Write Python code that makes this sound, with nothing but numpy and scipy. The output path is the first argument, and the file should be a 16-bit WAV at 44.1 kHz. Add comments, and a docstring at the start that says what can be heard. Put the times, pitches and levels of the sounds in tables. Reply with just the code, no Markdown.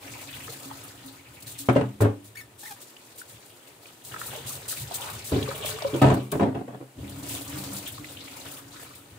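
"""Rinsing rice in a metal pot

Cloudy water pours into a steel sink in a small kitchen, and the pot is set down with a clatter.
The tap squeaks open; its stream sprays, drums and traps ringing bubbles as a hand swishes the rice.
The pot fills, scrapes out of the sink with a ring of metal, and is drained again."""
import sys
import numpy as np
from scipy import signal
from scipy.fft import rfft, irfft, next_fast_len
from scipy.io import wavfile
from scipy.ndimage import uniform_filter1d

SR = 44100
rng = np.random.default_rng(int(sys.argv[2]) if len(sys.argv) > 2 else 0)


def wav_record(signal):
    """Record a signal, one row per channel, as 16-bit PCM in the file named by sys.argv[1]."""
    frames = np.transpose(np.atleast_2d(signal))
    bounded = np.clip(frames, -1, 1)
    # unit amplitude maps onto the largest positive 16-bit level
    quanta = np.round(bounded * 32767).astype(np.int16)
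    wavfile.write(sys.argv[1], SR, quanta)


N = 404838
TIME = np.arange(N) / SR
TOP_HZ = 15700


# Cloudy water running over the rim. Each row: time in seconds, flow in dB.
FIRST_POUR = [(0.03, -43.5), (0.75, -45.5), (0.95, -51), (1.25, -61), (1.42, -55.5)]
SECOND_POUR = [(7.0, -53), (7.35, -38.5), (7.46, -46), (7.58, -35.5), (7.95, -46.5), (8.2, -47),
               (8.46, -45.5), (8.7, -54), (8.8, -46), (8.95, -57.5), (9.18, -58)]
# Steady streams: the last water draining, then the tap on the palm, the rice and the open pool.
# Each row: start and end in seconds, levels in dB of spray, bubbles, gurgle and drumming, hollow's name.
STREAMS = [(1.48, 2.51, -94, -71, -73, -59, "drain"), (2.763, 3.98, -58.5, -59, -67.5, -67, "hand"),
           (4.128, 5.187, -49.5, -48, -54, -52, "hand"), (5.35, 6.018, -48, -43.5, -41.5, -44.5, "pot")]
# The hand presses the pot against the sink floor. Each row: time in seconds, level in dB.
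NUDGES = [(3.35, -52), (4.29, -49), (4.45, -47), (4.56, -52), (4.83, -44), (5.15, -38)]

def water():
    """A pour ends and drains away, the tap runs while the hand stirs, and a second pour follows."""
    spray, bubbles, drumming, gurgles = water_layers()
    in_sink = spray, bubbles, gurgles["drain"], drumming
    out = pour(FIRST_POUR, in_sink, gush_db=1.5) + pour(SECOND_POUR, in_sink, gush_db=13.5)
    for start, end, *levels, hollow in STREAMS:
        layers = spray, bubbles, gurgles[hollow], drumming
        stream = sum(gain_of(db) * layer for db, layer in zip(levels, layers))
        out += running(start, end, fade_in_s=0.078, fade_out_s=0.34) * stream
    nudges = drumming * sum(gain_of(db) * hump(middle, length=0.088) for middle, db in NUDGES)
    return out + sloshes(spray, bubbles) + nudges


# How spray, bubbles, gurgle and drumming follow a pour.
# Each row: level in dB at the usual flow, dB gained for each extra dB of flow.
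POUR_LAYERS = [(-49.5, 0.8), (-48, 0.63), (-54.5, 0.55), (-53, 0.2)]

def pour(flow, layers, gush_db, gush_s=0.69, usual_flow_db=-46.5):
    """The first gush hits bare steel, so it gurgles and drums louder until a pool cushions it."""
    times, flow_db = np.transpose(flow)
    excess_db = np.interp(TIME, times, flow_db) - usual_flow_db
    gush = gush_db * np.exp(-np.maximum(TIME - times[0], 0) / gush_s)
    sound = sum(gain_of(db + slope * excess_db + boost) * layer
                for (db, slope), boost, layer in zip(POUR_LAYERS, (0, 0, gush, gush), layers))
    return running(times[0], times[-1], fade_in_s=0.045, fade_out_s=0.75) * sound


# The tone of the spray. Each row: frequency in Hz, level in dB.
SPRAY_TONE = [(500, 11), (1500, -10), (3300, -1), (4500, 1.5), (5700, -1), (7200, 3), (8700, 4.5),
              (10500, 0.5), (12500, -1), (14200, 1), (15300, 1.5)]
# The notes of the sink floor and of three air hollows. 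Each row: pitch in Hz, width in Hz, level in dB.
SINK_NOTES = [(81, 46, -6.5), (113.7, 15.6, 1), (135.2, 4.8, 4), (174, 136, -11.5)]
DRAIN_NOTES = [(187, 11, -4), (278, 17.7, 22.5), (404, 76, -53), (474, 81, -34), (670, 440, -4)]
HAND_NOTES = [(252, 52, 6.5), (406, 79, 6), (522, 120, 3.5), (840, 320, -3)]
POT_AIR_NOTES = [(431.4, 13, 8), (619, 35, -3), (760, 130, -14), (1124, 65, -8), (2325, 17, -7),
                 (2800, 54, -17)]

def water_layers():
    """Running water throws spray, traps bubbles, drums on the sink and gurgles in hollows."""
    spray = evened(coloured(splashes(450, 15400, depth=0.65, bands=5), SPRAY_TONE))
    spray *= spatter(per_s=52, fade_s=0.01, depth=1.0)
    bubbles = bubbling()
    lumps = impacts(per_s=500, spread_db=-3.0)  # the stream falls in lumps
    drumming = resonate(impacts(per_s=540, spread_db=1.0), SINK_NOTES)
    drumming = evened(filtered(drumming, lambda hz: 1 / (1 + (hz / 320) ** 4)))
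    gurgles = {name: evened(filtered(resonate(lumps, notes), lambda hz: hz ** 2 / (hz ** 2 + 170 ** 2)))
               for name, notes in (("drain", DRAIN_NOTES), ("hand", HAND_NOTES), ("pot", POT_AIR_NOTES))}
    wobble = unsteady(per_s=14, depth_db=1.0)
    return spray * wobble, bubbles * wobble, drumming * unsteady(per_s=15, depth_db=2.0), gurgles


def splashes(low_hz, high_hz, depth, bands):
    """Drops spatter, and each band of pitch flares at its own moments."""
    out = np.zeros(N)
    edges = np.geomspace(low_hz, high_hz, bands + 1)
    for band in zip(edges, edges[1:]):
        band_filter = signal.butter(2, band, "bandpass", fs=SR, output="sos")
        drops = signal.sosfilt(band_filter, impacts(per_s=7000, spread_db=1.0))
        out += drops * spatter(per_s=15, fade_s=0.014, depth=depth)
    return out


# The tone of small bubbles. Each row: frequency in Hz, level in dB.
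BUBBLE_TONE = [(700, -3.5), (1150, -1.5), (1800, -2), (2600, 0), (3600, 0), (5000, -8.5), (8000, 1)]

def bubbling():
    """A fizzing wash lies under many short bubbles and a few that ring longer."""
    wash = evened(coloured(splashes(744, 5100, depth=11.0, bands=6), BUBBLE_TONE))
    short = froth(per_s=42, cycles=20, spread_db=1.5, glide=0.11, pitches=44)
    longer = froth(per_s=2.5, cycles=40, spread_db=3, glide=0.052, pitches=24)
    return gain_of(-8.5) * short + gain_of(-4.5) * wash + gain_of(-14.5) * longer


def froth(per_s, cycles, spread_db, glide, pitches, tries=600):
    """Small bubbles swarm, about per_s a second at each pitch: many faint, a few strong."""
    out = np.zeros(N)
    for hz in np.geomspace(720, 8000, pitches):
        ring = bubble(hz, cycles / hz + 0.004, glide, onset_s=0.0005)
        ring = gain_of(level_at(BUBBLE_TONE, hz)) * unit_energy(ring)
        for place, size, chance in rng.random((tries, 3)):
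            if chance < per_s * TIME[-1] / tries:
                add(out, place * TIME[-1], ring * gain_of(-spread_db * np.log(size + 0.03)))
    return evened(out)


def bubble(hz, t60, glide, onset_s):
    """A bubble's note rises as it nears the surface; t60 is the seconds it takes to fade by 60 dB."""
    t = np.arange(0, t60, 1 / SR)
    note = np.sin(2 * np.pi * hz * (t + glide * t ** 2 / (2 * t60)))
    return note * gain_of(-60 * t / t60) * (1 - np.exp(-t / onset_s))


# Waves in the pot. Each row: middle in seconds, level in dB, length in seconds, first and last Hz.
SLOSHES = [(4.349, -50, 0.11, 850, 425), (4.927, -50.5, 0.043, 520, 726), (5.051, -46, 0.2, 802, 1054),
           (5.677, -47.5, 0.12, 615, 597)]

def sloshes(spray, bubbles, width_hz=630):
    """Each wave throws spray and bubbles around a hollow whose pitch glides as it opens or closes."""
    out = np.zeros(N)
    keep = np.exp(-np.pi * width_hz / SR)
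    churn = evened(signal.lfilter([1], [1, -2 * keep, keep ** 2], rng.standard_normal(N)))
    for middle, db, length, first_hz, last_hz in SLOSHES:
        hz = np.interp(TIME, [middle - length / 2, middle + length / 2], [first_hz, last_hz])
        gurgle = np.sqrt(2) * churn * np.sin(2 * np.pi * np.cumsum(hz) / SR)
        out += gain_of(db) * hump(middle, length) * (bubbles + gain_of(-1) * spray + gain_of(3) * gurgle)
    return out


# Single bubbles, and the drain gulping air. Each row: start in seconds, level in dB, pitch in Hz.
PLOPS = [(.366, -42, 1960), (.479, -34, 1220), (.704, -39, 1210), (.485, -35.5, 453), (.712, -35, 860),
         (2.966, -44.5, 2950), (3.215, -41, 1460), (3.856, -45.5, 2440), (4.141, -31, 1320),
         (4.163, -33.5, 1320), (4.215, -31, 1360), (4.506, -39, 1115), (4.33, -39, 785), (4.35, -32, 600),
         (4.375, -34, 460), (4.726, -37.5, 1310), (4.911, -31, 723), (5.086, -39.5, 1530),
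         (5.427, -32.5, 3290), (5.477, -35, 1130), (5.487, -25, 534), (5.512, -28, 1195), (5.643, -28, 604),
         (5.786, -34, 1146), (5.822, -33, 3520), (5.821, -27, 620), (5.847, -13.5, 541), (7.98, -40, 1070),
         (8.044, -38, 2000), (8.28, -41, 2320), (8.456, -42.5, 1300)]
GULPS = [(0.653, -31.5, 268.5), (1.042, -34.5, 263.4), (1.594, -33.5, 276.5), (7.021, -32.5, 197),
         (7.525, -29, 296), (7.559, -32.5, 190), (7.67, -29.5, 272.5), (7.712, -32, 193),
         (7.983, -34.5, 294)]

def plops(note_db=4, splash_db=2, splash_width=0.55, splash_t60=0.02, gulp_t60=0.27):
    """Large bubbles swell into round notes; smaller, quicker ones burst with a splash."""
    out, t = np.zeros(N), np.arange(SR // 10) / SR
    free = [(start, db, hz, 0.023 + 0.056 * (500 / hz) ** 2) for start, db, hz in PLOPS]
    in_drain = [(start, db, hz, gulp_t60) for start, db, hz in GULPS]
    for start, db, hz, t60 in free + in_drain:
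        onset_s = 0.12 * t60 * 500 / (hz + 250)
        add(out, start, gain_of(db + note_db) * bubble(hz, t60, glide=0.086, onset_s=onset_s))
        cavity = [(hz, hz * splash_width, 0)]
        burst = evened(resonate(resonate(rng.standard_normal(len(t)), cavity), cavity))
        add(out, start, gain_of(db + splash_db - 60 * t / splash_t60) * burst / (1 + (600 / hz) ** 4))
    return out


# Short hisses and ticks: wet rice rubbing, the pot's sharp crack, a splash of water.
# Each row: start in seconds, level in dB, length in seconds.
HISSES = [(1.422, -43, 0.0085), (1.459, -44, 0.06), (1.58, -38.5, 0.035), (1.655, -47.5, 0.017),
          (2.004, -39.5, .022), (2.235, -52.5, 0.045), (2.575, -47.5, 0.11), (2.811, -46.5, 0.02),
          (3.174, -44, 0.03), (3.281, -51.5, 0.051), (4.035, -47, .05), (4.177, -43.5, 0.1),
          (4.461, -37, 0.04), (4.516, -42.5, 0.044), (4.677, -33, .045), (4.758, -39.5, 0.062),
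          (4.938, -31.5, 0.023), (5.24, -39.5, 0.053), (5.648, -37.5, 0.046), (6.016, -38, 0.009),
          (6.139, -42, 0.01), (6.316, -33, 0.0078), (6.327, -51, 0.06), (7.299, -39.5, 0.063)]
# Their tone. Each row: frequency in Hz, level in dB.
HISS_TONE = [(600, -25), (2200, -7.5), (3800, 3.5), (5600, -0.5), (7500, 6), (9000, 6.5), (11500, 0.5),
             (14000, 2), (15200, 1)]

def hisses():
    """Tiny ticks, as of wet grains colliding, blur into a hiss; long ones start and end more gently."""
    loudness, t = np.zeros(N), np.arange(SR // 2) / SR
    for start, db, length in HISSES:
        rise = np.minimum(t / (0.21 * length), 1)
        fade_db = 60 * np.maximum(t - length, 0) / (3.3 * length)
        add(loudness, start, rise * gain_of(db - fade_db))
    ticks = evened(coloured(impacts(per_s=15000, spread_db=3), HISS_TONE))
    return loudness * ticks * spatter(per_s=120, fade_s=0.0051, depth=0.31)


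# Blows on the sink from the pot and a gush out of it. Each row: start in seconds, level in dB,
# hardness in Hz (higher is brighter), scrape in seconds, boom pitch in Hz, boom level in dB.
KNOCKS = [(1.687, -17, 860, 0.0021, 127, -25), (1.696, -18, 684, 0.0026, 128, -23),
          (1.753, -37, 2000, 0.002, 133, -45), (1.76, -16.5, 596, 0.019, 128.2, -22.5),
          (1.81, -25, 844, 0.0063, 121, -24), (2.005, -26.5, 910, 0.026, 108.9, -18),
          (2.015, -20.5, 560, 0.044, 106.4, -19), (5.318, -21.5, 380, 0.013, 78, -25),
          (5.355, -24.5, 372, 0.016, 105, -26.5), (5.428, -44, 352, 0.011, 133, -29.5),
          (5.931, -26, 495, 0.029, 130, -27.5), (6.016, -14.5, 840, 0.028, 132.3, -13),
          (6.045, -20.5, 615, 0.088, 131.4, -38), (6.147, -27.5, 547, 0.031, 127.2, -24.5),
          (6.32, -28.5, 815, 0.029, 129, -48), (6.353, -25.5, 427, 0.0043, 129, -52),
          (6.396, -19.5, 566, 0.044, 102.8, -28), (6.454, -26, 540, 0.032, 127.5, -34),
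          (6.986, -44.5, 350, 0.019, 77, -38.5)]
# The tilted pot settles lightly against the edge. Each row: start in seconds, level in dB.
BUMPS = [(6.545, -31.5), (6.586, -38), (6.678, -39.5), (6.726, -41.5), (6.803, -41.5)]

def knocks(boom_t60=0.37):
    """The pot strikes the sink, and the sink floor booms at its lowest note under the load."""
    out, t = np.zeros(N), np.arange(SR * 3 // 5) / SR
    bumps = [(start, db, 605, 0.031, 129.8, db - 4.5) for start, db in BUMPS]  # laid out like KNOCKS
    for start, db, hard_hz, scrape_s, boom_hz, boom_db in KNOCKS + bumps:
        add(out, start, gain_of(db) * clang(t, hard_hz, scrape_s) * np.sqrt((scrape_s + 0.021) * SR))
        swell = 1 - np.exp(-t / (0.19 * scrape_s))
        fade_db = 60 * np.maximum(t - scrape_s, 0) / boom_t60
        add(out, start, gain_of(boom_db - fade_db) * swell * np.sin(2 * np.pi * boom_hz * t))
    return out


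# The notes of pot and sink together. Each row: pitch in Hz, level in dB, seconds to fade by 60 dB.
METAL_NOTES = [(205, -7, 0.77), (265.3, 13, 0.28), (291.4, 5.5, 0.41), (368, -16.5, 0.99), (400, 3, 0.21),
               (426.7, 10.5, 0.22), (476, -2, 0.24), (557, 4, 0.22), (625, -12, 0.47), (730, -8, 0.31),
               (764, 4, 0.17), (845, -14, 0.24), (969, -30, 0.41), (980, -6, 0.18), (1210, -8, .3),
               (1500, -20, 0.16), (1600, 10, 0.087), (1890, -9, .28), (2160, -11, 0.18), (2800, -14, .2)]
# The tone of their clatter. Each row: frequency in Hz, level in dB.
CLATTER_TONE = [(40, -65), (90, 4.5), (170, 1.5), (270, 5.5), (500, 2.5), (1100, -2), (1800, -2.5),
                (3000, -0.5), (5500, -4), (9000, 5.5), (15000, -8)]

def clang(t, hard_hz, scrape_s, clack_t60=0.046, sheet_t60=0.23, slips_per_s=900):
    """The pot hits and judders along the steel, and both clatter and ring."""
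    slips, clack, sheet = rng.standard_normal((3, len(t)))
    force = 0.22 * slips * (rng.random(len(t)) < slips_per_s / SR) / (1 + (t / scrape_s) ** 10)
    force[0] = np.exp(-scrape_s / 0.034)  # a glancing blow has little first impact
    notes = sum(gain_of(db - 60 * t / t60) * np.sin(2 * np.pi * (hz * t + rng.random()))
                for hz, db, t60 in METAL_NOTES)
    # thin steel has countless more notes, so close that they blur into noise
    clack = coloured(clack * gain_of(-60 * t / clack_t60), CLATTER_TONE)
    sheet = coloured(sheet * gain_of(-60 * t / sheet_t60), CLATTER_TONE)
    force = signal.lfilter(*signal.butter(2, hard_hz, fs=SR), force)
    clack, sheet, notes = (unit_energy(signal.fftconvolve(force, part)[:len(t)])
                           for part in (clack, sheet, notes))
    ring_db = -0.5 - 4 * np.log2(hard_hz / 600)  # harder blows clatter more and ring less
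    return unit_energy(clack + gain_of(ring_db) * (notes + gain_of(-1) * sheet))


# The tap handle turning, one list per squeak. Each row: time in seconds, pitch in Hz, level in dB.
SQUEAKS = [
    [(2.351, 1720, -58), (2.357, 1740, -42), (2.364, 1950, -55), (2.372, 2240, -40), (2.388, 2227, -46),
     (2.403, 2186, -43.5), (2.414, 1780, -47), (2.425, 1750, -55), (2.46, 1780, -68)],
    [(2.63, 1660, -61), (2.637, 1780, -46), (2.648, 1810, -60), (2.658, 1765, -40.5), (2.672, 2190, -46.5),
     (2.684, 1820, -46), (2.7, 1730, -55)],
    [(2.63, 834, -43.5), (2.665, 838, -58), (2.697, 899, -52), (2.712, 822, -40.5), (2.723, 803, -39),
     (2.738, 830, -59)],
]

def tap_squeaks(jitter=0.022, rasp=0.43, friction_db=-14):
    """The tap's spindle sticks and slips at an unsteady rate and strength."""
    out = np.zeros(N)
    for rows in SQUEAKS:
        times, hz, db = np.transpose(rows)
        t = np.arange(times[0], times[-1], 1 / SR)
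        waver, grip = evened(uniform_filter1d(rng.standard_normal((2, SR // 2)), size=30))[:, :len(t)]
        pitch = np.interp(t, times, hz) * (1 + jitter * waver)
        phase = 2 * np.pi * np.cumsum(pitch) / SR
        overtones = sum(gain_of(-9 - 2 * np.log2(k / 2)) * np.sin(k * phase) * (k * pitch < TOP_HZ)
                        for k in range(2, 19))
        tone = np.sin(phase) + overtones + gain_of(friction_db) * rng.standard_normal(len(t))
        loudness = gain_of(np.interp(t, times, db)) * signal.windows.tukey(len(t), 0.06)
        add(out, times[0], loudness * evened(tone * (1 + rasp * grip)))
    return out


# The tone of the sink and kitchen echoes, weak in the bass. Each row: frequency in Hz, level in dB.
ECHO_TONE = [(60, -54), (125, -33), (250, -7.5), (500, -5), (1000, 2.5), (2000, 1.5), (15000, 3.5)]

def sink_echoes(x, near_t60=0.014, room_t60=0.24, room_db=-15):
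    """Echoes off the sink walls; every drop lands somewhere new, so their pattern never repeats."""
    frame, hop = 192, 48  # samples
    spectra = signal.stft(coloured(x, ECHO_TONE), SR, nperseg=frame, noverlap=frame - hop)[2]
    power = 0
    for t60, db in (near_t60, 0), (room_t60, room_db):
        keep = gain_of(-60 * hop / SR / t60) ** 2
        power += gain_of(db) ** 2 * signal.lfilter([0, 1 - keep], [1, -keep], abs(spectra) ** 2)
    phases = np.exp(2j * np.pi * rng.random(spectra.shape))
    echo = signal.istft(2 * np.sqrt(power) * phases, SR, nperseg=frame, noverlap=frame - hop)[1][:N]
    return signal.lfilter(*signal.butter(2, 170, "highpass", fs=SR), echo)


def kitchen_echoes(x, t60):
    """Tiled walls add a short, dense tail."""
    t = np.arange(SR // 3) / SR
    tail = rng.standard_normal(len(t)) * gain_of(-60 * t / t60) * (t > 0.001)
    return signal.oaconvolve(coloured(x, ECHO_TONE), unit_energy(tail))[:N]


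# The kitchen's background noise. Each row: frequency in Hz, level in dB.
ROOM_TONE = [(20, -10), (60, -31), (110, -5), (190, -9.5), (300, -1), (700, -9.5), (1500, -16),
             (3000, -17.5), (5700, -25), (8000, -19.5), (15000, -27)]

def room_noise():
    """A faint, steady hush fills the room."""
    return gain_of(-56.5) * evened(coloured(rng.standard_normal(N), ROOM_TONE))


def impacts(per_s, spread_db):
    """Random clicks of uneven size."""
    size = gain_of(spread_db * np.minimum(rng.exponential(1, N), 4))
    return size * rng.choice([-1, 1], N) * (rng.random(N) < per_s / SR)


def spatter(per_s, fade_s, depth):
    """A volume that jumps with each small splash and then sinks back."""
    jumps = rng.exponential(1, N) * (rng.random(N) < per_s / SR)
    power = signal.lfilter([1], [1, -np.exp(-1 / (fade_s * SR))], jumps)
    return evened(np.sqrt(1 + depth * power / power.mean()))


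def unsteady(per_s, depth_db):
    """A volume that wanders, as a falling stream wobbles."""
    steps = rng.standard_normal(1000)
    return gain_of(depth_db * np.interp(TIME * per_s, np.arange(len(steps)), steps))


def running(start, end, fade_in_s, fade_out_s):
    """A volume that is fully up from start to end."""
    return np.interp(TIME, [start - fade_in_s, start, end, end + fade_out_s], [0, 1, 1, 0])


def hump(middle, length):
    """A smooth swell and fall."""
    return np.exp(-np.minimum((2 * (TIME - middle) / length) ** 2, 20))


def resonate(x, notes):
    """Makes a sound ring at the given notes."""
    return sum((-1) ** k * gain_of(db) * signal.lfilter(*signal.iirpeak(hz, hz / width, SR), x)
               for k, (hz, width, db) in enumerate(notes))


def coloured(x, tone):
    """Shapes bass and treble by a tone table."""
    return filtered(x, lambda hz: gain_of(level_at(tone, hz)))


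def filtered(x, response):
    """Scales each frequency by response(hz)."""
    size = next_fast_len(len(x) + 2048)
    return irfft(rfft(x, size) * response(np.fft.rfftfreq(size, 1 / SR)), size)[:len(x)]


def level_at(tone, hz):
    """Reads dB between the rows of a tone table."""
    row_hz, db = np.transpose(tone)
    return np.interp(np.log(hz + 1), np.log(row_hz + 1), db)


def gain_of(db):
    """Turns decibels into a multiplier."""
    return 10 ** (np.asarray(db) / 20)


def evened(x):
    """Scales to an average power of 1."""
    return x / np.sqrt(np.mean(x ** 2) + 1e-20)


def unit_energy(x):
    """Scales to a total energy of 1."""
    return x / np.linalg.norm(x)


def add(mix, start, sound):
    """Mixes a sound in at start seconds."""
    part = mix[max(round(start * SR), 0):][:len(sound)]
    part += sound[:len(part)]


def scene():
    """Everything sounds in the sink; echoes spread the treble while the bass stays in the middle."""
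    in_sink = water() + hisses() + knocks() + plops()
    squeaks = tap_squeaks()
    direct = in_sink + squeaks + room_noise()
    mid = direct + gain_of(-12.5) * kitchen_echoes(direct, t60=0.21)
    side = gain_of(-2.5) * sink_echoes(direct - squeaks)
    side += gain_of(-3.5) * kitchen_echoes(squeaks, t60=0.064)
    return np.array([mid + side, mid - side])


# The microphone's lean to one side. Each row: frequency in Hz, dB by which left is louder than right.
MIC_LEAN = [(100, 1), (500, -0.5), (1200, 1.5), (2400, 0.7), (4400, 3), (8100, 1), (11000, -1.5),
            (14500, 9.5)]

def record(dry):
    """The microphone's two sides differ in tone and lose the deepest bass and highest treble."""
    sides = np.array([filtered(x, lambda hz: gain_of(sign * level_at(MIC_LEAN, hz) / 2))
                      for x, sign in zip(dry, (1, -1))])
    sides = signal.lfilter(*signal.butter(2, 48, "highpass", fs=SR), sides)
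    sides = sides / (1 + (sides / 0.8) ** 6) ** (1 / 6)  # rounds off the loudest peaks
    treble_cut = signal.firwin(511, TOP_HZ, window=("kaiser", 9), fs=SR)
    return signal.oaconvolve(sides, treble_cut[None], "same")


dry = scene()
out = record(dry)
wav_record(out)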